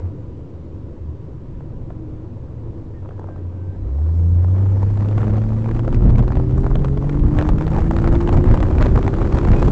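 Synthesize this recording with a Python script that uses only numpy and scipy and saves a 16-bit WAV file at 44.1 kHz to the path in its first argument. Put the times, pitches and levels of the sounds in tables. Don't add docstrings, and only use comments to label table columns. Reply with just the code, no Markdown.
import sys
import numpy as np
from scipy import signal
from scipy.fft import rfft, irfft, next_fast_len
from scipy.io import wavfile
from scipy.ndimage import uniform_filter1d, map_coordinates

SR = 44100
rng = np.random.default_rng(int(sys.argv[2]) if len(sys.argv) > 2 else 0)


def attenuation_scalar(level_db):
    decades = np.asarray(level_db, float) / 20
    return 10 ** decades


def inscribe(sig):
    pcm = np.round(np.clip(np.atleast_2d(sig).T, -1, 1) * 32767)
    wavfile.write(sys.argv[1], SR, pcm.astype(np.int16))


N = 428211

# pitch_hz, level_db [dB per Hz]
AIR_HISS = [(1500, -28), (3000, -4.5), (4100, -3.5), (5000, -4), (8000, -7)]
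# level_db at middle wind, growth [dB per dB of turbulence]
TEAR_LAW = (-48.5, 1.01)


def unit(x):
    return x / np.sqrt(np.mean(x ** 2) + 1e-20)


def along(points, hz):
    f, v = np.transpose(points)
    return np.interp(np.log(hz + 1), np.log(f + 1), v)


def curves(rows):
    s, *cols = np.transpose(rows)
    t = np.arange(N) / SR
    return [np.interp(t, s, c) for c in cols]


def sounding(rows, fade):
    start, end = rows[0][0], rows[-1][0]
    return np.interp(np.arange(N) / SR, [start, start + fade, end, end + fade], [0, 1, 1, 0])


def wobble(rate):
    at = np.arange(0, N + 16, 16)
    knots = rng.standard_normal(int(N * rate / SR) + 4)
    return np.interp(np.arange(N), at, map_coordinates(knots, [at * rate / SR]))


def coloured(x, spectrum):
    m = next_fast_len(N + 8192)
    gain = attenuation_scalar(along(spectrum, np.fft.rfftfreq(m, 1 / SR)))
    return irfft(rfft(x, m) * gain, m)[..., :N]


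def rush(spectrum, patchy_db):
    z = signal.stft(rng.standard_normal(N), nperseg=512)[2]
    field = uniform_filter1d(rng.standard_normal(z.shape), size=5, axis=0)
    field = uniform_filter1d(field, size=12, axis=1)
    noise = signal.istft(z * attenuation_scalar(patchy_db * unit(field)), nperseg=512)[1][:N]
    return unit(coloured(noise, spectrum))


def tone(hz, db, unsteady_db):
    level = np.sqrt(2) * attenuation_scalar(db + unsteady_db * wobble(13))
    phase = 2 * np.pi * np.cumsum(hz) / SR + 0.09 * wobble(18)
    return level * np.sin(phase)


def traffic():
    # time_s, level_db
    street_level = [(0, -40.5), (2, -41), (4, -40.5), (5, -34.5), (7, -37), (9.71, -26)]
    # pitch_hz, level_db [dB per Hz]
    street_colour = [(15, -32.5), (45, -13), (75, 2.5), (150, -3), (190, -12.5), (330, -8), (400, -17),
                     (540, -17.5), (640, -33), (800, -40.5), (960, -35), (1080, -33.5), (1500, -41.5),
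                     (8000, -61.5)]
    # time_s, pitch_hz, level_db
    drone = [
        (1.4, 144.6, -43),
        (1.68, 124.1, -39),
        (1.95, 118.6, -35.5),
        (2.44, 114.5, -37.5),
        (2.68, 112.3, -34),
        (3.11, 97.2, -32),
        (3.49, 88.26, -27),
        (3.83, 96, -25),
        (3.95, 101, -37),
    ]
    # time_s, pitch_hz, level_db
    whine = [
        (2.93, 1880, -63),
        (3.0, 1800, -68),
        (3.1, 1724, -76),
        (3.22, 1618, -64),
        (3.36, 1569, -65),
        (3.55, 1545, -66),
        (3.66, 1540, -63),
        (3.72, 1575, -65),
    ]
    # start_s, length_s, first_hz, last_hz, level_db
    hums = [
        (0.022, 0.1, 91.2, 87.6, -19),
        (0.532, 0.25, 81, 80.6, -32.5),
        (1.01, 0.16, 76.1, 76.5, -31),
        (1.89, 0.46, 310.3, 312, -38),
        (2.612, 0.32, 342, 317.4, -38.5),
    ]
    t = np.arange(N) / SR
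    street_db = curves(street_level)[0] + 8.0 + 0.16 * wobble(8.5)
    street = attenuation_scalar(street_db) * rush(street_colour, patchy_db=0.8)
    lines = 0
    for rows, throb_db in ((drone, 1.2), (whine, 3.8)):
        lines = lines + tone(*curves(rows), unsteady_db=throb_db) * sounding(rows, fade=0.042)
    for s, length, first_hz, last_hz, db in hums:
        share = np.clip((t - s) / length, 0, 1)
        swell = np.sin(np.pi * share ** .55)
        hz = first_hz + (last_hz - first_hz) * share
        lines = lines + swell * tone(hz * (1 + 0.008 * wobble(30.17)), db, unsteady_db=1.2)
    fan = attenuation_scalar(-62) * rush([(820, -40), (930, 0), (1000, 0), (1120, -40)], patchy_db=1)
    return street + lines + fan


def law(control_db, rule):
    return rule[0] + rule[1] * control_db


def airflow(t):
    # time_s, pressure_db, turbulence_db
    strength = [(0, -37, -57.5), (0.151, -47, -70), (1.2, -44, -70), (1.8, -36, -68.5), (2.6, -41, -67),
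                (3.601, -43.5, -67.5), (4.199, -34.5, -60.5), (4.65, -33, -56.5), (5.0, -28, -52),
                (5.45, -27.5, -52.5), (5.92, -17, -52), (6.5, -19.5, -53.5), (7.1, -21.5, -53.5),
                (7.499, -19, -47), (8.1, -16.5, -47), (8.7, -17, -45), (9.1, -20.5, -48.5),
                (9.71, -13.5, -40.5)]
    # time_s, lift_db
    gusts = [(1.751, 3.5), (3.08, 4.5), (3.28, 5), (3.861, 5.5), (5.2, 3.5), (5.3, 0.5), (5.42, -3.5),
             (5.6, -2.5), (5.82, -4), (6.08, 4.5), (6.2, 4), (6.38, 3), (6.62, 2.5), (6.95, -3.5),
             (7.15, 1.5), (7.27, 3), (7.38, 6), (7.751, 3.5), (8.15, 3), (8.36, 5), (8.508, 10),
             (8.78, 3.5), (8.848, 9.5), (8.97, 4), (9.07, 2.5), (9.22, 2.5), (9.36, 4.5), (9.519, 5.5),
             (9.661, 3)]
    half_length_s, turbulent_share = 0.037, 0.66
    middle_pressure_db, middle_turbulence_db = -22, -52
    s, pressure_db, turbulence_db = np.transpose(strength)
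    lift_db = sum(db * np.exp(-((t - at) / half_length_s) ** 2) for at, db in gusts)
    pressure = np.interp(t, s, pressure_db) - middle_pressure_db + lift_db
    turbulence = np.interp(t, s, turbulence_db) - middle_turbulence_db + turbulent_share * lift_db
    return pressure, turbulence


def wind():
    # pitch_hz, level_db [dB per Hz]
    buffet_colour = [(7.1, -35.5), (12, -6), (27, 8), (49, 3.5), (130, -3.5), (166, -9.5), (232, -13.5),
                     (260, -11), (340, -43.5), (570, -120)]
    flutter_colour = [(60, -120), (150, -11), (300, 1), (500, -2.5), (900, -14), (1500, -30), (3000, -59.5)]
    tear_colour = [(400, -36.5), (800, 2.5), (1200, -3), (2000, -13), (3200, -25.5), (5000, -44)]
    pressure_db, turbulence_db = airflow(np.arange(N) / SR)
    buffet_db = law(pressure_db, (-18, 1.008)) + 2.39 * wobble(5.4)
    flutter_db = law(turbulence_db, (-35, 0.7)) + 0.85 * wobble(8.7)
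    tear_db = law(turbulence_db, TEAR_LAW) + 0.85 * wobble(8.7)
    hiss_db = law(turbulence_db, (-66, 1)) + 0.85 * wobble(8.7)
    burst = 1.6 * wobble(22) + 3.5 * wobble(90) + 4.2 * wobble(300)
    burst = burst * np.clip((tear_db + 69.0) / 16, .35, 1)
    buffet = attenuation_scalar(buffet_db) * unit(attenuation_scalar(2.72 * wobble(16)) * rush(buffet_colour, patchy_db=0.25))
    flutter = attenuation_scalar(flutter_db) * unit(attenuation_scalar(0.75 * burst) * rush(flutter_colour, patchy_db=1.4))
    tear = unit(coloured(attenuation_scalar(burst) * rng.standard_normal(N), tear_colour))
    hiss = unit(coloured(attenuation_scalar(0.95 * burst) * rng.standard_normal(N), AIR_HISS))
    return buffet + flutter + attenuation_scalar(tear_db + 2.5) * tear + attenuation_scalar(hiss_db + 2.5) * hiss


def ticks():
    # time_s, peak_db, rasp_db
    knocks = [
        (3.026, -37, -38),
        (3.048, -31.5, -36),
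        (3.118, -34.5, -32),
        (3.178, -39, -18),
        (3.217, -32.5, -36),
        (3.231, -37, -23),
        (3.309, -35.5, -32),
        (3.379, -36.5, -33),
        (3.404, -40, -30),
    ]
    building = [(4.973, -25.5, -18), (5.085, -26, -14.5), (5.356, -25, -16), (5.416, -25, -17),
                (5.503, -27.5, -20.5), (5.519, -27, -20), (5.642, -27, -15.5), (5.658, -23, -18.5),
                (5.689, -22, -19.5), (5.75, -28.5, -14.5), (5.763, -23.5, -17), (5.847, -27, -16.5),
                (5.926, -19, -17), (6.007, -29.5, -23.5), (6.021, -25, -18.5), (6.052, -30, -21),
                (6.075, -22.5, -16.5), (6.102, -24.5, -17.5), (6.156, -22, -16), (6.191, -20, -17.5),
                (6.234, -27.5, -18), (6.304, -23.5, -24), (6.32, -21.5, -14), (6.353, -23.5, -15.5),
                (6.369, -21.5, -18), (6.509, -30, -15.5), (6.633, -26, -16.5), (6.792, -28, -18.5),
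                (6.882, -25, -14), (6.973, -21.5, -17.5), (7.024, -25, -17.5), (7.143, -28.5, -22),
                (7.236, -23.5, -19)]
    at_speed = [(7.452, -24.5, -15), (7.532, -25, -24), (7.609, -19.5, -15.5), (7.718, -24.5, -19),
                (7.742, -24, -20.5), (7.763, -18.5, -19), (7.803, -23, -15.5), (8.015, -24.5, -18),
                (8.061, -20.5, -15.5), (8.074, -13.5, -15), (8.29, -14, -15.5), (8.44, -16, -16.5),
                (8.485, -15, -11), (8.535, -17, -17), (8.573, -17.5, -14.5), (8.602, -17.5, -14),
                (8.684, -24.5, -16.5), (8.809, -13.5, -16.5), (8.864, -15, -13.5), (8.955, -20, -18),
                (9.012, -25.5, -16.5), (9.138, -21.5, -10.5), (9.184, -23, -14), (9.215, -20.5, -15.5),
                (9.251, -25, -17), (9.324, -18.5, -14), (9.371, -19.5, -16), (9.413, -23, -12),
                (9.449, -17.5, -15), (9.484, -17, -14), (9.562, -23, -15), (9.68, -19, -18)]
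    flurries = [(4.594, -35, -15), (4.728, -39.5, -16), (4.849, -38, -13), (5.006, -27, -15.5),
                (5.029, -32.5, -14), (5.046, -30.5, -15), (5.057, -36, -13), (5.111, -27, -15),
                (5.127, -30, -15.5), (5.154, -35.5, -16), (5.187, -26, -16.5), (5.204, -27.5, -16.5),
                (5.216, -23.5, -15.5), (5.242, -30, -15.5), (5.268, -27.5, -17), (5.305, -30.5, -13),
                (5.335, -27, -16.5), (5.367, -26, -14.5), (5.381, -26, -17), (5.437, -28, -16),
                (7.344, -30.5, -16), (7.39, -18.5, -15.5), (7.423, -16.5, -15.5), (7.582, -25, -15.5),
                (7.621, -21, -14.5), (7.677, -21.5, -13.5), (7.818, -23, -17), (8.511, -18.5, -14),
                (8.837, -19.5, -15), (9.225, -22.5, -14.5)]
    rows = np.vstack([knocks, building, at_speed, flurries])
    edge_under_rasp_db = -16.5
    return np.c_[rows, rows[:, 2] + edge_under_rasp_db]


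def small_crackles():
    count, from_s = 50, 5.5
    draw = rng.standard_normal((count, 4))
    s = np.linspace(from_s, N / SR - .05, count) + .02 * np.clip(draw[:, 0], -2, 2)
    db = law(airflow(s)[1], TEAR_LAW) + 16.5 + 2 * draw[:, 1]
    rasp_db = -17 + 4.0 * draw[:, 2]
    edge_db = -29.5 + 3.5 * draw[:, 3]
    return np.c_[s, db, rasp_db, edge_db]


def crackles():
    # time_s, peak_db, rasp_db, edge_db
    more_crackles = [(1.606, -31.5, -32, -38), (1.903, -29, -25, -49), (3.057, -31, -34, -47),
                     (3.089, -29.5, -18, -39), (3.107, -29.5, -33, -43), (3.194, -24.5, -34, -33),
                     (3.241, -27.5, -31, -39), (3.271, -34.5, -35, -31), (3.287, -25.5, -39, -43),
                     (3.36, -31.5, -25, -36), (4.444, -25, -25.5, -31.5), (4.482, -31, -22.5, -29),
                     (4.55, -32, -24.5, -27), (5.179, -25.5, -11, -40), (5.229, -23.5, -10.5, -33),
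                     (5.711, -21.5, -13, -32), (7.933, -24.5, -13, -29), (7.985, -17.5, -13.5, -31),
                     (8.151, -21, -13.5, -34.5), (8.326, -17, -10, -20.5), (8.372, -19, -14, -32),
                     (8.709, -20, -18.5, -36.5), (8.782, -20, -9, -30), (8.989, -16.5, -27, -32),
                     (9.027, -27, -2.5, -19.5), (9.064, -17.5, -18, -32), (9.346, -18.5, -24, -19),
                     (9.531, -13.5, -11, -29), (9.549, -30, -17, -27), (9.646, -24.5, -11, -36)]
    # time_s, peak_db, rasp_db, edge_db
    later_crackles = [(5.792, -20, -14.5, -32.5), (5.878, -19.5, -20, -38.5), (5.944, -21, -12, -26),
                      (6.181, -17.5, -17.5, -27), (6.225, -25, -19, -29), (6.278, -21, -20, -29.5),
                      (6.398, -18.5, -30, -38.5), (6.578, -22.5, -29, -25), (6.663, -16.5, -18, -38),
                      (6.712, -19, -28, -42), (6.754, -16, -14, -40.5), (6.845, -17.5, -13, -26),
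                      (7.093, -18, -15.5, -31.5), (7.386, -16.5, -5, -27.5), (7.411, -16.5, -12.5, -28.5),
                      (7.488, -14.5, -15, -27), (7.666, -20, -15, -39), (7.774, -18, -23, -38),
                      (7.909, -13, -18.5, -27), (7.964, -19.5, -7.5, -23), (8.041, -15, -18.5, -34.5),
                      (8.274, -17.5, -13, -28.5), (8.626, -17, -9.5, -31.5), (8.824, -16.5, -3, -22.5),
                      (8.858, -13, -21, -31), (8.975, -12, -19, -31.5), (9.077, -12.5, -14.5, -31.5),
                      (9.385, -18, -7.5, -24), (9.516, -24.5, -4.5, -25), (9.625, -12.5, -13, -29)]
    # pitch_hz, level_db [dB per Hz]
    colours = [
        [(150, -27), (350, 5.5), (600, 3), (1000, -3), (1700, -19), (3000, -61.5)],
        [(600, -36), (1200, 0.5), (2400, -5.5), (3600, -15.5), (6000, -35.5)],
        [(2000, -32.5), (4000, 7), (8000, 2.5)],
    ]
    events = np.vstack([more_crackles, later_crackles, ticks(), small_crackles()])
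    parts = np.zeros((3, N + SR))
    t = np.arange(round(.01 * SR)) / SR
    chance = rng.random((len(events), 2, 3))
    decay_s = np.array([[.012], [.0065], [.002]])
    jumps = rng.standard_normal((len(events), 3, 1, len(t))) * attenuation_scalar(-60 * abs(t - .004) / decay_s)
    heard = np.array([attenuation_scalar(along(colour, np.fft.rfftfreq(len(t), 1 / SR))) for colour in colours])
    power = np.mean(np.abs(rfft(jumps) * heard) ** 2, axis=-1, keepdims=True) / len(t)
    jumps = jumps / np.sqrt(power)
    for (s, db, rasp_db, edge_db), (late, weak), group in zip(events, chance, jumps):
        level = attenuation_scalar(db + np.array([[-9.5], [rasp_db - 8], [edge_db - 5.5]]))
        delays = [0, *(.022 * late - .005)]
        losses_db = [0, *(-8 - 12 * weak + min(0, (db + 28.0) * 0.54))]
        for delay, loss_db, jump in zip(delays, losses_db, group):
            start = round((s - 0.0018 + delay) * SR)
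            parts[:, start:start + len(t)] += attenuation_scalar(loss_db) * level * jump
    return sum(coloured(part[:N], colour) for part, colour in zip(parts, colours))


def engine():
    # time_s, turns_hz
    crankshaft = [(3.78, 15.7), (3.99, 24.7), (4.09, 27.3), (4.24, 28.5), (4.42, 29.4), (4.6, 32.2),
                  (4.79, 32.5), (4.95, 33.7), (5.5, 36.3), (6, 39.3), (6.7, 44.3), (7.6, 52), (8.6, 60.6),
                  (9.71, 71)]
    shaft_orders = {3: (-16.5, 33.5, 16), 4: (-29, 77.5, 11), 5: (-29.5, 73.5, 10.5), 6: (-26.5, 53.5, 10),
                    7: (-31.5, 44, 199.5), 9: (-29, 43, 230)}
    # pitch_hz, width_hz, level_db
    exhaust = [(63.4, 17, 1.5), (88, 41.7, 4), (132, 34, -3.5), (171, 57, 1), (216.8, 24, 2),
               (298.3, 29.4, 2), (344.8, 32, 4), (390.6, 33, -4), (410, 53, -3.5)]
    # time_s, level_db
    brake = [
        (3.74, -79),
        (3.8, -76),
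        (3.9, -81),
        (4.2, -77),
        (4.32, -80),
    ]
    shaft_hz, = curves(crankshaft)
    grid = np.arange(700)
    pipe = np.sqrt(sum((attenuation_scalar(db) / (1 + (2 * (grid - c) / w) ** 2)) ** 2 for c, w, db in exhaust))
    orders = 0
    for k, (db, best_hz, loss_db) in shaft_orders.items():
        order_db = db - loss_db * np.log2(shaft_hz / best_hz) ** 2
        rough_db = .6 if k == 3 else 1.6
        resonance = np.interp(k * shaft_hz, grid, pipe)
        orders = orders + resonance * tone(k * shaft_hz, order_db, rough_db)
    release = attenuation_scalar(curves(brake)[0]) * rush([(3600, -50), (3950, -1), (4150, 4), (4500, -53)], patchy_db=0.5)
    intake = attenuation_scalar(-63.5) * rush(AIR_HISS, patchy_db=3.0) * sounding(crankshaft, fade=0.28)
    return orders * sounding(crankshaft, fade=0.035) + release * sounding(brake, fade=.04) + intake


def whistle():
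    # time_s, pitch_hz, level_db
    chirp = [
        (9.55, 2500, -49),
        (9.6, 2500, -48),
        (9.615, 2500, -50),
    ]
    return tone(*curves(chirp), unsteady_db=1.0) * sounding(chirp, fade=.01)


def scene():
    return (traffic() + wind() + crackles() + engine() + whistle())[None]


def low_pass(x):
    return signal.sosfilt(signal.butter(12, 8640, fs=SR, output="sos"), x)


def record(dry):
    top, hard = .51, 40
    hot = coloured(dry, [(12, -7.0), (32, -0.5)])
    clipped = hot / (1 + np.abs(hot / top) ** hard) ** (1 / hard)
    limited = coloured(clipped, [(7600, 0), (8300, -7), (8700, -24), (9100, -90)]) - .0099
    return low_pass(limited)


dry = scene()
out = record(dry)
inscribe(out)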